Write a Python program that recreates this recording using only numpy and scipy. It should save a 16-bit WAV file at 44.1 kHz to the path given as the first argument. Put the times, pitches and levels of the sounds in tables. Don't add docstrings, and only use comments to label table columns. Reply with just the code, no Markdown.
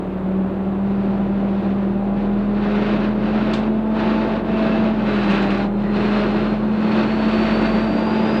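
import sys
import numpy as np
from scipy import signal
from scipy.fft import rfft, irfft
from scipy.io import wavfile
from scipy.ndimage import uniform_filter1d

SR = 44100
rng = np.random.default_rng(int(sys.argv[2]) if len(sys.argv) > 2 else 0)


def inscribe(sig):
    pcm = np.round(np.clip(np.atleast_2d(sig).T, -1, 1) * 32767)
    wavfile.write(sys.argv[1], SR, pcm.astype(np.int16))


N = 370440
TIME = np.arange(N) / SR

# frequency in Hz, relative level in dB.
HISS_COLOUR = [(100, -3), (6000, 1.5), (8500, 2), (9500, -4.5), (10000, -16.5), (10700, -1.5),
               (14300, -1.5), (15000, -18.5), (15600, -11.5)]
# start in seconds, length in seconds, pitch in Hz, level in dB.
SQUEAKS = [(4.497, .35, 2649, -42.5), (4.86, .1, 4660, -67), (5.819, 0.15, 2700, -56.5),
           (5.829, 0.11, 1930, -43)]
# start in seconds, level in dB, seconds to fade by 60 dB.
AIR_SPITS = [(3.535, -32, 0.23)]
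# frequency in Hz, relative level in dB.
AIR_COLOUR = [(600, -6.5), (2000, 3.5), (3600, 9.5), (5000, -1), (6500, -10), (7900, -10.5), (9300, -27),
              (10500, -36), (15000, -46)]
# start in seconds, level in dB, seconds to fade by 60 dB.
KNOCKS = [(5.3, -30.5, 0.36), (5.425, -29, 0.045), (5.505, -33, 0.18)]
# frequency in Hz, relative level in dB.
KNOCK_COLOUR = [(900, -20), (2200, -4.5), (2600, 7.5), (3200, -2), (4500, -13), (6000, -23), (9000, -32),
                (11000, -48), (15000, -62)]
# time in seconds, pitch in Hz, level in dB in a full surge.
TURBO_SPIN = [(4.9, 3950, -81), (5.1, 3950, -50.5), (6, 4175, -51), (6.65, 4207, -52.5), (7, 4360, -49.5),
              (7.45, 4470, -46.5), (7.7, 4530, -46.5), (8.4, 4902, -47.5)]
# frequency in Hz, relative level in dB.
RUSH_COLOUR = [(2000, -14), (4300, 1), (5200, -3.5), (6500, -10.5), (7700, -7.5), (9200, -22), (10000, -35)]
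# start in seconds, length in seconds, buzz level in dB.
SURGES = [(0.801, 0.5, -45.5), (1.25, 0.7, -43), (2.158, 0.13, -41), (2.3, 0.4, -45), (2.54, 0.63, -31.5),
          (3.16, 0.54, -32), (3.86, 0.24, -42.5), (3.95, 0.23, -29), (4.11, 0.31, -33.5),
          (4.448, 0.53, -30.5), (4.943, 0.69, -28.5), (5.24, 0.26, -29.5), (5.478, .2, -30.5),
          (5.753, 0.35, -38.5), (5.927, 0.33, -28), (6.061, 0.53, -31), (6.54, 0.55, -38),
          (6.8, .37, -28.5), (7.08, 0.84, -27.5), (7.828, 0.39, -32), (8.113, 0.38, -29.5)]
# when it strikes in the drone's cycle from 0 to 1, relative level in dB.
EDGES = [(.1, -4), (0.198, -0.5), (.32, -3), (.5, -3.5), (0.658, -6), (.95, -4)]
# frequency in Hz, relative level in dB.
PANEL_COLOUR = [(120, -28.5), (330, -10), (600, 3), (1000, 5.5), (1520, 6.5), (2200, -0.9), (2620, 1.5),
                (2950, -4), (3900, -7.5), (4600, -14), (5200, -21), (6500, -31), (9000, -42),
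                (10500, -60.5)]
# time in seconds, firings per second.
ENGINE_SPEED = [(.15, 38.08), (.6, 39.02), (.88, 39.95), (1.25, 40.12), (1.9, 39.94), (2.15, 40.74),
                (3, 42.45), (3.5, 43.89), (4.45, 47.81), (4.87, 46.36), (5.12, 42.08), (5.3, 40.84),
                (5.5, 40.31), (6, 42.12), (6.4, 42.83), (6.8, 43.85), (7.8, 48.07), (8.4, 47.86)]
# time in seconds, level in dB.
THROB = [(0.0, -45), (0.07, -41), (0.58, -43.5), (1.38, -36.5), (1.64, -43), (2.24, -34), (3.95, -37),
         (6.57, -34.5), (6.9, -49), (6.97, -40.5), (7.72, -32), (8.28, -46.5), (8.4, -40)]
# frequency in Hz, level in dB.
BOOM = [(76, -39), (80, -40), (82, -47.5), (87, -48.5), (91, -42), (94, -45.5), (97, -39.5), (114, -46.5),
        (120, -37), (123, -38), (129, -35), (140, -43.5)]
# frequency in Hz, relative level in dB.
ROAR_COLOUR = [(15, -37.5), (35, -25), (65, -17), (110, -10.5), (150, -6.5), (188, 4), (245, -3), (350, 2),
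               (440, -7.5), (560, -6), (780, -11), (1100, -16.5), (2000, -30), (3600, -42), (6000, -68)]
# time in seconds, base level in dB.
FAN_LEVEL = [(.06, -28), (.36, -20.5), (.6, -25), (.85, -20), (4.25, -20.5), (4.46, -24.5), (4.65, -20),
             (6.62, -21.4), (6.92, -19), (8.4, -22.5)]
# multiple of the lowest note, base level in dB.
OVERTONES = [(2, -44.5), (3, -45), (4, -49), (5, -50), (6, -57), (7, -54.5)]
# pitch in Hz, width in Hz, boost in dB.
CABIN_RESONANCES = [(382, 30, 8), (414.4, 11, 9.5), (597, 8, 5.5), (630, 4.8, 6.5), (654, 5.8, 8),
                    (797, 10, 9), (806, 13, 8.5), (863, 11, 6)]
# middle in seconds, half length in seconds, the overtone's multiple, change in dB.
FLARES = [(3.551, 0.32, 3, 7), (4.14, 0.28, 4, 11), (4.627, .2, 3, 6), (5.58, .15, 2, 5),
          (6.155, 0.23, 3, 4.5), (6.2, 0.19, 2, 1.5), (7.1, .35, 2, -8), (7.8, 0.83, 3, 1),
          (8.2, 0.25, 4, 10.5)]


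def amp(db):
    return np.exp(np.asarray(db) * (np.log(10) / 20))


def unit(x):
    return x / np.sqrt(np.mean(x ** 2) + 1e-20)


def curves(rows):
    seconds, *columns = np.transpose(rows)
    return [np.interp(TIME, seconds, column) for column in columns]


def colour(x, points):
    hz, db = np.transpose(points)
    bins = np.fft.rfftfreq(N, 1 / SR)
    return irfft(rfft(x) * amp(np.interp(np.log(bins + 1), np.log(hz), db)), N)


def wander(rate_hz, size=8192):
    step_s = N / SR / size
    hz = np.fft.rfftfreq(size, step_s)
    slow = irfft(rfft(rng.standard_normal(size)) / (1 + (hz / rate_hz) ** 4))
    return np.interp(TIME, np.arange(size) * step_s, unit(slow))


def turns(hz):
    return np.cumsum(hz) / SR


def sine(cycles):
    return np.sqrt(2) * np.sin(2 * np.pi * (cycles + rng.random()))


def whistle(cycles, width_hz):
    angle = 2 * np.pi * cycles
    return unit(wander(width_hz) * np.cos(angle) + wander(width_hz) * np.sin(angle))


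def burst(start, db, fade_s, tone, crack, crack_s):
    age = np.maximum(TIME - start, 0)
    fall = (TIME > start) * (np.exp(-np.log(1000) * age / fade_s) + crack * np.exp(-age / crack_s))
    noise = rng.standard_normal(N)
    return amp(db) * colour(fall * noise, tone) / np.std(colour(noise, tone))


def cabin(x, echo_db, fade_s, echoes_per_s=4000):
    t = TIME[:SR // 2]
    echoes = rng.choice([-1., 1.], len(t)) * (rng.random(len(t)) < echoes_per_s / SR) * (t > .003)
    tail = echoes * np.exp(-np.log(1000) * t / fade_s)
    return x + amp(echo_db) * signal.oaconvolve(x, tail / np.linalg.norm(tail))[:N]


def hiss(level_db=-71):
    return amp(level_db) * unit(colour(rng.standard_normal(N), HISS_COLOUR))


def squeaks():
    out = np.zeros(N)
    for start, length, hz, db in SQUEAKS:
        progress = np.clip((TIME - start) / length, 0, 1)
        arch = np.sqrt(abs(np.sin(np.pi * progress)))
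        out += amp(db) * arch * whistle(hz * TIME, width_hz=74)
    return out


def air_valve():
    return sum(burst(*spit, AIR_COLOUR, crack=1.02, crack_s=0.006) for spit in AIR_SPITS)


def knocks():
    return sum(burst(*knock, KNOCK_COLOUR, crack=0.65, crack_s=.002) for knock in KNOCKS)


def turbo(swell, airy_db=-3, rush_db=-10, lull_db=-17):
    hz, db = curves(TURBO_SPIN)
    drop_db = lull_db * (1 - swell) ** 2
    spin = turns(hz * (1 + .0026 * wander(20)))
    clear = sine(spin) * amp(2 * wander(30) - 1.2)
    airy = whistle(spin, width_hz=120)
    rush = unit(colour(rng.standard_normal(N), RUSH_COLOUR))
    return amp(db + drop_db) * (clear + amp(airy_db) * airy + amp(rush_db) * rush)


def shaking(arch_shape=0.55):
    power = np.zeros(N)
    for start, length, db in SURGES:
        during = (TIME > start) & (TIME < start + length)
        arch = abs(np.sin(np.pi * (TIME[during] - start) / length)) ** arch_shape
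        power[during] += (amp(db) * arch) ** 2
    return np.sqrt(abs(uniform_filter1d(power, size=SR // 25)))


def panels(blade_cycles, load_db, shake, scatter_cycles=.12, spread_db=4, scrape=.5,
           rest_db=-44, graze_db=-4):
    strikes = np.zeros(N)
    for place, db in EDGES:
        position = blade_cycles - place + scatter_cycles * wander(150)
        count = np.floor(np.maximum.accumulate(position))
        strength = amp(db + spread_db * np.clip(rng.standard_normal(N), -2, 2))
        clicks = np.diff(count, prepend=count[0]) * strength
        strikes += cabin(clicks, echo_db=2.5, fade_s=0.074)
    rubbing = rng.standard_normal(N) * (1 + 0.31 * np.cos(2 * np.pi * blade_cycles))
    buzz = unit(colour(unit(strikes) + scrape * rubbing, PANEL_COLOUR))
    rest = amp(rest_db + 2 * load_db)
    force_db = 20 * np.log10(np.hypot(rest, shake))
    treble_db = 0.015 * (force_db - force_db.max()) + graze_db * (1 - shake / amp(force_db)) ** 2
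    treble = colour(buzz, [(2500, -30), (4000, -8), (6000, 0)])
    buzz += treble * (amp(treble_db) - 1)
    return buzz * amp(force_db + 0.84 * wander(11))


def engine(firing_hz, load_db, swell, roar_db=-25.5, surge_db=4.5, pulse_depth=0.11):
    firings = turns(firing_hz)
    boom = amp(curves(THROB)[0]) * sine(firings)
    for multiple in (2, 3):
        boom_db = np.interp(multiple * firing_hz, *np.transpose(BOOM))
        boom += amp(boom_db - 0.1 * wander(6)) * sine(multiple * firings)
    pulse = 1 + pulse_depth * np.cos(2 * np.pi * firings)
    roar = unit(colour(rng.standard_normal(N) * pulse, ROAR_COLOUR))
    return boom + roar * amp(roar_db + load_db + surge_db * swell + 0.45 * wander(9.9))


def fan_rate(firing_hz, blades_per_firing=4.945, limit_hz=218.7, sharpness=46):
    free_hz = blades_per_firing * firing_hz
    return limit_hz / (1 + (limit_hz / free_hz) ** sharpness) ** (1 / sharpness)


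def fan(blade_hz, load_db, swell, surge_db=1, overtone_surge_db=4.5, flutter_db=.5, waver_db=1.47):
    cycles = turns(blade_hz) + 0.0037 * wander(12)
    drone = amp(curves(FAN_LEVEL)[0] + surge_db * swell + flutter_db * wander(3.2)) * sine(cycles)
    for multiple, db in OVERTONES:
        ring_db = sum(boost / (1 + (2 * (multiple * blade_hz - hz) / width) ** 2)
                      for hz, width, boost in CABIN_RESONANCES)
        flare_db = sum(change * np.exp(-((TIME - middle) / half) ** 2)
                       for middle, half, which, change in FLARES if which == multiple)
        level_db = db + load_db + overtone_surge_db * swell + ring_db + flare_db
        drone += amp(level_db + waver_db * wander(12)) * sine(multiple * cycles)
    return drone


def scene(cruise_hz=45.16, db_per_doubling=6.5, full_surge_db=-31):
    firing_hz, shake = curves(ENGINE_SPEED)[0], shaking()
    blade_hz = fan_rate(firing_hz)
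    load_db = db_per_doubling * np.log2(firing_hz / cruise_hz)
    swell = np.tanh(shake / amp(full_surge_db))
    machinery = engine(firing_hz, load_db, swell) + fan(blade_hz, load_db, swell)
    machinery += turbo(swell) + air_valve()
    bodywork = panels(turns(blade_hz), load_db, shake) + knocks() + squeaks()
    return (hiss() + bodywork + machinery)[None]


def record(dry, cutoff_hz=15700):
    taps = signal.firwin(511, cutoff_hz, window=("kaiser", 9), fs=SR)
    return signal.oaconvolve(dry, taps[None], "same")


dry = scene()
out = record(dry)
inscribe(out)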